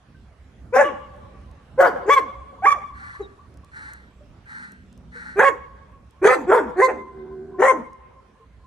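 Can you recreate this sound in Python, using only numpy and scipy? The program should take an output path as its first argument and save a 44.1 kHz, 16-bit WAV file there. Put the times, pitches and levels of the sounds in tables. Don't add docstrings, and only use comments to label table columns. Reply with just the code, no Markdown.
import sys
import numpy as np
from scipy import signal
from scipy.fft import rfft, irfft, next_fast_len
from scipy.io import wavfile
from scipy.ndimage import uniform_filter1d, minimum_filter1d, map_coordinates

SR = 44100
rng = np.random.default_rng(int(sys.argv[2]) if len(sys.argv) > 2 else 0)


def makeup_ratio(level_db):
    decades = np.asarray(level_db, float) / 20
    return 10 ** decades


def file_out(sig):
    cols = np.atleast_2d(sig).T
    lim = np.clip(cols, -1, 1)
    pcm = np.round(lim * 32767).astype(np.int16)
    wavfile.write(sys.argv[1], SR, pcm)


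N = 381906


def unit(x):
    return x / np.sqrt(np.mean(np.abs(x) ** 2) + 1e-20)


def along(points, hz):
    f, v = np.transpose(points)
    return np.interp(np.log(hz + 1), np.log(f + 1), v)


def span(rows):
    s, *columns = np.transpose(rows)
    first = round(s[0] * SR)
    t = np.arange(first, min(N, round(s[-1] * SR))) / SR
    return first, [np.interp(t, s, c) for c in columns]


def wobble(n, rate):
    knots = rng.standard_normal(int(n * rate / SR) + 4)
    return map_coordinates(knots, [np.arange(n) * rate / SR])


def filtered(x, response):
    m = next_fast_len(x.shape[-1] + 8192)
    return irfft(rfft(x, m) * response(np.fft.rfftfreq(m, 1 / SR)), m)[..., :x.shape[-1]]


def peak(f, hz, width):
    return 1j * f * width / (hz * hz - f * f + 1j * f * width)


def modes(table):
    return lambda f: sum((-1) ** k * makeup_ratio(db) * peak(f, hz, w) for k, (hz, w, db) in enumerate(table))


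def add(out, at, x):
    out[..., at:at + x.shape[-1]] += x[..., :N - at]


def placed(x, pan_db, lag):
    late_s = rng.uniform(.0005, .012, (5, 1, 1)) + rng.uniform(0, .0003, (5, 2, 1))
    size = makeup_ratio(-21) * rng.normal(size=(5, 1, 1)) + makeup_ratio(-13) * rng.normal(size=(5, 2, 1))
    half = np.array([[.5], [-.5]])

    def paths(f):
        direct = np.exp(-2j * np.pi * f / (1 + (f / 9000) ** 2) * lag * half / SR)
        bounces = np.sum(size * np.exp(-2j * np.pi * f * late_s), axis=0)
        return direct + f * f / (f * f + 400 ** 2) * bounces

    return filtered(np.pad(x, (0, 800))[None], paths) * makeup_ratio(pan_db * half)


def town():
    # hz, density_db (per Hz)
    spectrum = [(12, -31.5), (25, -8), (40, -9), (59, 8.5), (85, 0.5), (256, -9), (328, -14), (587, -18.5),
                (889, -23.5), (1020, -23), (1210, -22), (2480, -29), (5000, -38.5), (13100, -48.5),
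                (15000, -80)]
    # time_s, level_db
    swell = [(0, -49.5), (0.499, -49), (1.2, -45.5), (2, -47), (2.999, -48), (4.501, -48.5), (5.997, -50),
             (6.301, -48.5), (7.6, -51.5), (8.66, -51)]
    # hz, likeness (0-1)
    likeness = [(60, .97), (250, .96), (1000, .5), (4000, .15)]
    z = signal.stft(rng.standard_normal((2, N)), nperseg=1024)[2]
    fine = uniform_filter1d(uniform_filter1d(rng.standard_normal(z.shape[1:]), 8, 0), 8, 1)
    broad = uniform_filter1d(uniform_filter1d(fine, size=40, axis=0), size=10, axis=1)
    patches_db = 2 * unit(fine) + .7 * unit(broad)
    pair = signal.istft(z * makeup_ratio(patches_db), nperseg=1024)[1][:, :N]

    def mid_side(hz):
        turn = np.arccos(np.clip(along(likeness, hz), -1, 1)) / 2
        return makeup_ratio(along(spectrum, hz)) * [np.cos(turn), np.sin(turn)]

    mid, side = filtered(pair, mid_side)
    s, db = np.transpose(swell)
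    level_db = np.interp(np.arange(N) / SR, s, db) + [[-1.5], [1.5]]
    return unit(np.array([mid + side, mid - side])) * makeup_ratio(level_db)


def knocks():
    # time_s, peak_db, pitch_hz
    blows = [(0.145, -48, 1550), (1.331, -43, 444), (7.542, -34.5, 1040), (8.637, -44.5, 1040),
             (2.0, -34.5, 387.6), (2.031, -35.5, 397), (4.207, -39.5, 590), (4.967, -48, 519),
             (5.153, -37.5, 478), (8.398, -43, 450)]
    out, t = np.zeros((2, N)), np.arange(SR // 10) / SR
    for s, db, hz in blows:
        envelope = makeup_ratio(db - 3.0 - 60 * t / 0.17) * (1 - np.exp(-t / 0.0035))
        add(out, round(s * SR), envelope * np.sin(2 * np.pi * hz * t))
    return out


def bird():
    # start_s, start_hz, end_hz, length_s, level_db
    whistle = (3.217, 4050, 3750, .05, -48)
    s, from_hz, to_hz, length, db = whistle
    out = np.zeros((2, N))
    u = np.clip(np.arange(SR // 10) / SR / length, 0, 1)
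    hz = to_hz + (from_hz - to_hz) * (1 - u) ** 3 + 40 * wobble(len(u), 199)
    add(out, round(s * SR), makeup_ratio(db) * np.sin(np.pi * u) * np.sin(2 * np.pi * np.cumsum(hz) / SR))
    return out


def tail(decay, seconds, gap, lumpy_db):
    n = round(seconds * SR)
    noise = rng.standard_normal((3, n))
    pair = (noise[:2] + 0.5 * noise[2]) * makeup_ratio(lumpy_db * wobble(n, 38))
    hz, t, z = signal.stft(pair, SR, nperseg=256)
    h = signal.istft(z * makeup_ratio(-60 * t / along(decay, hz)[:, None]), SR, nperseg=256)[1]
    return np.pad(h / np.linalg.norm(h[0]), ((0, 0), (round(gap * SR), 0)))


def balcony():
    # hz, t60_s
    decay = [(200, 0.4), (1000, 0.28), (3000, 0.1), (4500, .08), (5600, 0.34), (10000, 0.077)]
    return makeup_ratio(-14) * tail(decay, seconds=.4, gap=.01, lumpy_db=1)


def flutter():
    # round_trip_s, centre_hz, width_hz, first_return_db, loss_per_trip_db
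    facing = (.243, 1043.5, 196.5, -25, -4.5)
    trip, hz, width, first_db, loss_db = facing
    trips = np.zeros(2 * SR)
    trips[np.round(np.arange(1, 8) * trip * SR).astype(int)] = makeup_ratio(first_db + loss_db * np.arange(7))
    return filtered(trips, lambda f: peak(f, hz, width) ** 2)


def wall():
    # round_trip_s, spread_s, level_db
    front = (0.098, 0.01, -23.5)
    trip, spread, db = front
    t = np.arange(SR // 4) / SR
    noise = rng.standard_normal(len(t)) + .5 * rng.standard_normal((2, len(t)))
    h = noise * np.exp(-((t - trip) / spread) ** 2)
    return makeup_ratio(db) * h / np.linalg.norm(h[0])


def houses():
    # hz, t60_s
    decay = [(300, 1.7), (1100, 1.35), (2100, 0.97), (2900, 0.75), (3400, 1.8), (6000, 0.86)]
    fronts = lambda f: .4 + .5 * peak(f, 1150, 300) + .6 * peak(f, 2700, 1800)
    far = makeup_ratio(-15.5) * filtered(tail(decay, seconds=2.2, gap=.04, lumpy_db=-3.5), fronts)
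    add(far, 0, flutter())
    add(far, 0, filtered(wall(), fronts))
    return far


def claws():
    # time_s, peak_db, left_right_db
    ticks = [(0.377, -73, 7.5), (1.1633, -63, 7.5), (1.4147, -59, 0), (1.5134, -55, 2), (3.5079, -67, -6),
             (3.5412, -57, 3.5), (3.5726, -48, -1.5), (3.6466, -50, 0), (3.935, -43.5, -16),
             (4.7201, -45.5, -2.5), (4.928, -51, -2.5), (4.977, -52.5, 4), (5.9198, -65, -7.5),
             (6.0673, -65.5, 1), (6.1085, -53.5, 5.5), (7.932, -54, 2)]
    out, t = np.zeros((2, N)), np.arange(SR // 10) / SR
    for s, db, pan_db in ticks:
        burst = rng.standard_normal(len(t)) * makeup_ratio(-60 * t / 0.0087)
        tick = filtered(burst, lambda f: peak(f, 7200, 6000))
        add(out, round(s * SR), makeup_ratio(db + 3.5) * tick * makeup_ratio([[pan_db / 2], [-pan_db / 2]]))
    return out


def panting():
    # start_s, length_s, level_db
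    puffs = [
        (2.936, 0.21, -41.5),
        (3.715, 0.18, -39),
        (4.455, 0.19, -39.5),
        (5.117, 0.19, -39),
    ]
    # centre_hz, width_hz, level_db
    muzzle = [(846, 98, -3), (1448, 547, 2), (1892, 514, 3), (4240, 600, -8.5), (5740, 1000, -12.5),
              (8830, 2300, -13.5)]
    attack_s, release_s, quiet_db = 0.048, 0.22, -13.5
    out = np.zeros((2, N))
    for s, length, db in puffs:
        end = s + length
        at, (level_db,) = span([(s, db + quiet_db), (s + attack_s, db), (end, db),
                                (end + release_s, db + 2 * quiet_db)])
        air = unit(filtered(rng.standard_normal(len(level_db)), lambda f: modes(muzzle)(f) ** 2))
        add(out, at, placed(air * makeup_ratio(level_db + 0.63 * wobble(len(air), 90)), pan_db=0.0, lag=11.97))
    return out


def growls():
    # start_s, length_s, first_db, last_db, flaps_hz
    rumbles = [
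        (4.456, 1, -51, -53, 62.54),
        (6.86, .22, -38, -44.5, 76.8),
        (7.067, .53, -39, -38.5, 77.3),
    ]
    # centre_hz, width_hz, level_db
    chests = [
        [(191.3, 88, 3.5), (267, 26, -8.5)],
        [(396.4, 53, 1), (235, 70, -3.5)],
        [(382, 41, 3), (230.1, 80, -3), (149.4, 55, -5.5), (727, 81, -7), (1540, 220, -12.5)],
    ]
    attack_s, quiet_db = 0.11, -13.5
    out = np.zeros((2, N))
    for (s, length, first_db, last_db, flap_hz), chest in zip(rumbles, chests):
        at, (level_db,) = span([(s, first_db + quiet_db), (s + attack_s, first_db), (s + length, last_db)])
        count = np.cumsum(flap_hz * (1 + .04 * wobble(len(level_db), 60))) / SR
        flaps = np.diff(np.floor(count), prepend=0) * makeup_ratio(0.47 * wobble(len(count), 85))
        flaps += .015 * rng.standard_normal(len(count))
        ringing = unit(filtered(flaps, lambda f: modes(chest)(f) ** 2))
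        add(out, at, placed(makeup_ratio(level_db) * ringing, pan_db=-0.5, lag=1.0))
    return out


def gesture(call, breath, throat, part, rough_break, unsettled):
    # time_s, change_db, half_length_s
    level_swings = [(0.8, 5.5, 0.0085), (0.833, -3.5, 0.0066), (1.8, 8.5, 0.0093), (1.818, -6.5, 0.0089),
                    (1.845, -3, 0.0024), (2.078, -5, .011), (2.136, 4.5, 0.016), (2.152, -21.5, 0.007),
                    (2.178, 6, 0.0058), (2.659, -5.5, 0.0058), (2.672, 3.5, 0.0036), (2.676, -9, 0.00087),
                    (2.701, -14.5, 0.0036), (2.727, 6.5, 0.0019), (2.713, -5.5, 0.0039), (2.737, -14.5, 0.0076),
                    (5.397, 4, 0.003), (5.405, 5, 0.003), (5.406, -5, 0.0056), (5.429, 3.5, 0.009),
                    (5.456, -1, 0.006), (6.238, -6, 0.0037), (6.256, 4.5, 0.0064), (6.267, -8.5, 0.0027),
                    (6.276, 4, .004), (6.287, -3.5, 0.0064), (6.348, -1.5, 0.0089), (6.513, -9.5, 0.0027),
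                    (6.523, 2, 0.0044), (6.527, -0.5, 0.0057), (6.55, 7.5, 0.002), (6.565, -4, 0.01),
                    (6.59, 2, 0.0035), (6.775, -1.5, .008), (6.814, -5, 0.0057), (6.872, -3, .007),
                    (7.616, -10.5, 0.0031), (7.628, 5, 0.0058), (7.672, -3.5, 0.0062), (7.692, -1, 0.0054)]
    s, length, db, shut_hz, top_hz = call
    attack, jump, last_hz, fade_db, grunt_db = breath
    rough, wide, upper_db = throat
    rough_onset, rough_grunt = .2, .65
    lock_s, creep, arch_s = .01, .5, .025
    release_s, grunt_s, grunt_hz = .022, 0.098, 186.9
    sluggish_s = .007
    open_hz = max(shut_hz, (top_hz + last_hz) / 2)
    shut_db = upper_db - 9
    slit = 0.037 * wide
    end = length + release_s
    release_db = max(fade_db - 20, grunt_db)
    rows = np.array([  # time_s, pitch_hz, level_db, roughness, mouth, upper_db
        (0, .88 * shut_hz, -22, rough_onset, slit, shut_db),
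        (attack, shut_hz, 0, rough_onset, slit, shut_db),
        (min(attack + part, jump - lock_s), shut_hz, 0, rough_break, slit, upper_db),
        (jump - lock_s, shut_hz + creep * (open_hz - shut_hz), 0, rough_break, wide / 2, upper_db),
        (jump, open_hz, 0, rough, wide, upper_db),
        (min(jump + arch_s, length), top_hz, fade_db * arch_s / length, rough, wide, upper_db),
        (length, last_hz, fade_db, rough, wide, upper_db),
        (end, 0.67 * last_hz, release_db, rough_grunt, 0, shut_db),
        (end + grunt_s, grunt_hz, grunt_db - 9, rough_grunt, 0, shut_db)])
    rows[:, 0] = s + np.maximum.accumulate(rows[:, 0])
    at, controls = span(rows)
    smooth = uniform_filter1d(controls, round(sluggish_s * SR), mode="nearest")
    pitch, level_db, rough, mouth, upper_db = smooth
    t = (at + np.arange(len(pitch))) / SR
    swing_db = sum(dip_db * np.exp(-((t - when) / half) ** 2) for when, dip_db, half in level_swings)
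    loose = np.interp(t - s - jump, [-lock_s, 0, unsettled, unsettled + lock_s], [0, 1, 1, 0])
    loose = (unsettled > 0) * loose
    rough = rough + loose * (rough_break - rough)
    return at, (pitch, db + level_db + swing_db, rough, mouth * (1 - loose / 2), upper_db)


def rasp(turn, level_db, rough, upper_db, air_db, gap_hz, top_db, snaps):
    # hz, density_db (per Hz)
    colour = [(1530, -39), (2600, -15), (4190, -16), (4760, -13.5), (5370, -16), (6610, -11), (9680, -17.5),
              (11800, -15), (13900, -21.5), (15500, -53)]
    n = len(turn)
    closing = unit(np.diff(np.floor(turn / (2 * np.pi)), prepend=0))
    snaps = np.clip(snaps, 0, 1) * np.clip(1 - rough, 0, 1)
    hz, _, z = signal.stft((1 - snaps) * rng.standard_normal(n) + snaps * closing, SR, nperseg=256)
    colour_db = along(colour, hz) + top_db * np.clip(np.log2(hz / 7000 + 1e-9), 0, 1)
    colour_db = colour_db - 24 * np.abs(peak(hz, gap_hz, 570)) ** 2
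    patches = uniform_filter1d(rng.standard_normal(z.shape), size=2, axis=0)
    patches = uniform_filter1d(patches, size=20, axis=1)
    air = unit(signal.istft(z * makeup_ratio(colour_db[:, None] + 6.5 * unit(patches)), nperseg=256)[1][:n])
    air *= (1 + .5 * np.cos(turn)) * makeup_ratio(air_db - 28.5 + 2.2 * rough + .5 * upper_db)
    late_s = 0.012
    late_db = np.interp(np.arange(n) - late_s * SR, np.arange(n), level_db, left=-70)
    return air * makeup_ratio(0.44 * (late_db - level_db) + 2.4 * wobble(n, 30))


def bark(pitch, level_db, rough, mouth, upper_db, air_db, nose_hz, nose_db, cut_hz,
         gap_hz, top_db, snaps, cavities, shift_hz, drift, pattern):
    n = len(pitch)
    turn = 2 * np.pi * np.cumsum(pitch * (1 + 0.044 * rough * wobble(n, 250))) / SR
    mouth = np.clip(mouth, .02, .98)
    mouth_hz, cheek_hz, cheek_db, half_db, palate_db = cavities
    low_hz = np.minimum(pitch, 560)
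    upper_hz = 1550 + shift_hz + 580 * mouth
    cheek = makeup_ratio(cheek_db - 13.0 + 19.5 * rough)
    voice, power = np.zeros(n), np.zeros(n)
    for k in np.arange(1, 11 * pattern + 1) / pattern:
        f = k * pitch
        throat = (1 - mouth) * peak(f, low_hz, 290) ** 2 + mouth * peak(f, mouth_hz, 320) ** 2
        throat = throat + makeup_ratio(upper_db) * peak(f, upper_hz, 320) ** 2
        throat = throat + cheek * peak(f, cheek_hz, 220) ** 2
        throat = throat + makeup_ratio(palate_db) * peak(f, 2450, 170) ** 2
        below = makeup_ratio(half_db - 7.0) if k < 1 else 1
        throat = throat * below / (1 + (f / cut_hz) ** 14)
        throat = throat + makeup_ratio(-38.5) * mouth * peak(f, 5700, 610) ** 2
        throat = throat + makeup_ratio(nose_db) * mouth * peak(f, nose_hz, 310) ** 2
        share = np.clip(rough * (.4 + .4 * k + .3 * (k % 1 > 0)), 0, 1)
        smear = .8 * unit(wobble(n, drift) + 1j * wobble(n, drift))
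        steady = (1 - share ** 2) * (k % 1 == 0)
        voice += np.imag(throat * (steady + share * smear) * np.exp(1j * k * turn))
        power += np.abs(throat) ** 2 * (steady ** 2 + .64 * share ** 2) / 2
    air = rasp(turn, level_db, rough, upper_db, air_db, gap_hz, top_db, snaps)
    fade = np.minimum(1, np.minimum(np.arange(n), np.arange(n)[::-1]) / 250)
    return fade * makeup_ratio(level_db) * (voice / np.sqrt(power) + air)


def barks():
    # start_s, length_s, level_db, shut_lips_hz, top_hz
    calls = [(0.723, 0.11, -11.5, 513, 572.4), (0.831, 0.073, -23.5, 572.6, 580),
             (1.775, 0.11, -6.5, 552, 555.7), (2.054, 0.13, -13, 418, 577.4),
             (2.62, 0.11, -11.5, 825.4, 1171), (3.193, 0.025, -26.5, 415, 383),
             (5.356, 0.13, -13, 415.8, 554), (6.214, .128, -11.5, 382, 500.4),
             (6.465, 0.13, -11, 384.7, 497.7), (6.757, .11, -11, 387.8, 518.3),
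             (6.866, 0.039, -18.5, 481.5, 510), (7.58, 0.13, -13.5, 383.8, 535.2)]
    # attack_s, jump_done_s, last_hz, fade_db, grunt_db
    breaths = [(.02, .05, 530, -6.5, -21), (0.011, 0.012, 540, -9, -29), (0.028, 0.029, 480, -12.5, -30),
               (.03, 0.049, 526, -5, -28.5), (.032, 0.046, 1125, -3.5, -48), (0.013, 0.022, 395, -7, -62),
               (.032, 0.062, 545, -0.5, -41), (0.02, 0.067, 510, -3, -15.5), (.034, 0.064, 419, -7, -17.5),
               (.04, .067, 520, -9, -27), (0.019, 0.023, 510, -6, -18), (.02, 0.055, 520, 1.5, -15)]
    throats = [(0.6, 0.16, -7, 2700, -17), (0.2, 0.7, -12.5, 2900, -14), (0.69, 0.36, -5.5, 3000, -23.5),
               (0.13, 0.87, -9.5, 3350, -25), (0.26, 0.6, -9, 3370, -35), (0, 0, -35, 3200, -53),
               (0.13, 0.64, -3, 3300, -25), (0.52, 0.54, -9, 4500, -33.5), (0.7, 0.05, -7, 3350, -7.5),
               (0.06, 0.72, -4, 2400, -34), (0.49, 0.18, -9.5, 2700, -32.5), (0.2, 0.68, -9, 3150, -28.5)]
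    # left_right_db, air_noise_db, sent_to_houses_db, voice_cutoff_hz
    heads = [(2, -1, -1, 2600), (3, 2.5, 6.5, 3500), (0.5, -1.5, 2.5, 2180), (2, 5.5, -2.5, 2770),
             (-1.5, 8, -1.5, 2740), (1, 15, -5, 2700), (-0.5, 1.5, -5.5, 2680), (-0.5, 6, -9.5, 2264),
             (-0.5, 0.5, 0, 2450), (-1, 1.5, -3.5, 2290), (-1, -3, -16, 2400), (1, 4.5, -5, 2340)]
    # lips_part_s, roughness of the break (0-1), unsettled_past_jump_s
    settles = [(.02, .55, 0), (.01, .3, 0), (.022, .45, 0), (.014, .6, 0), (.006, .5, 0), (.01, .03, 0),
               (.006, .7, .024), (.018, .65, 0), (.018, .65, 0), (.02, .55, 0), (.01, .6, 0),
               (.024, .7, .042)]
    # gap_in_air_hz, top_octave_db, share of fold snaps (0-1), left_lag (samples)
    shadows = [(4540, -6, 0.87, -3), (4594, -7, .3, -2.5), (9300, 5, 0.04, -2), (9400, -2, 0.19, -2.5),
               (4300, -10.5, 0.6, -4), (4400, -7, 0.2, -3), (5300, -2, 0, -2), (5360, -4.5, 0.4, -2),
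               (3840, -2, 0.8, -2), (5400, -11.5, 0.6, -2), (5440, -3, .2, -0.5), (4500, -9, 0.2, -2.5)]
    # mouth_hz, cheek_hz, cheek_db, half_pitch_db, palate_db
    hollows = [(1038, 810, -1.5, 4, -18), (1160, 780, -16.5, -0.5, -23), (940, 750, -2, 8.5, -22.5),
               (1042, 580, -16.5, 3.5, -29.5), (1250, 900, -10.5, -5, -29.5), (1070, 890, -12, -9, -46),
               (1071, 900, -2.5, 4, -19), (1120, 793, -5, 0.5, -11), (1060, 900, -4, -1.5, -22.5),
               (1040, 500, -4.5, -4.5, -22), (1040, 700, -1.5, -3, -13), (1003, 870, -4.5, 0, -29)]
    # upper_resonance_shift_hz, drift of uneven cycles (per s)
    folds = [(-100, 120), (2.5, 200), (-370, 60), (0.5, 260), (-0.5, 240), (0, 250), (-58, 150), (-5, 130),
             (-170, 130), (164, 200), (-1.5, 320), (126, 170)]
    patterns = [2, 2, 3, 2, 2, 2, 2, 2, 2, 2, 2, 2]
    out, sent = np.zeros((2, N)), np.zeros(N)
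    for call, breath, throat, head, settle, (*shadow, lag), cavities, fold, pattern in zip(
            calls, breaths, throats, heads, settles, shadows, hollows, folds, patterns):
        pan_db, air_db, sent_db, cut_hz = head
        at, controls = gesture(call, breath, throat[:3], *settle)
        sound = bark(*controls, air_db, *throat[3:], cut_hz, *shadow, cavities, *fold, pattern)
        add(out, at, placed(sound, pan_db, lag))
        add(sent, at, makeup_ratio(sent_db) * sound)
    return out, sent


def scene():
    near, sent = barks()
    dog = near + growls() + panting()
    close = signal.oaconvolve(dog.mean(axis=0)[None], balcony(), axes=1)[:, :N]
    far = signal.fftconvolve(sent[None], houses(), axes=1)[:, :N]
    return dog + close + far + claws() + knocks() + bird() + town()


def low_pass(x):
    return signal.sosfilt(signal.butter(12, 15720, fs=SR, output="sos"), x)


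def record(dry):
    mid, side = dry.mean(axis=0), (dry[0] - dry[1]) / 2
    notches = lambda f: (1 - peak(f, 11500, 1300)) * (1 - peak(f, 12050, 1100))
    mid = filtered(mid, lambda f: notches(f) / (1 + (f / 14500) ** 40))
    both = np.array([mid + side, mid - side])
    need = np.minimum(1, .92 / (np.abs(both).max(axis=0) + 1e-9))
    gain = uniform_filter1d(minimum_filter1d(need, size=400), size=200)
    return low_pass(both * gain)


dry = scene()
out = record(dry)
file_out(out)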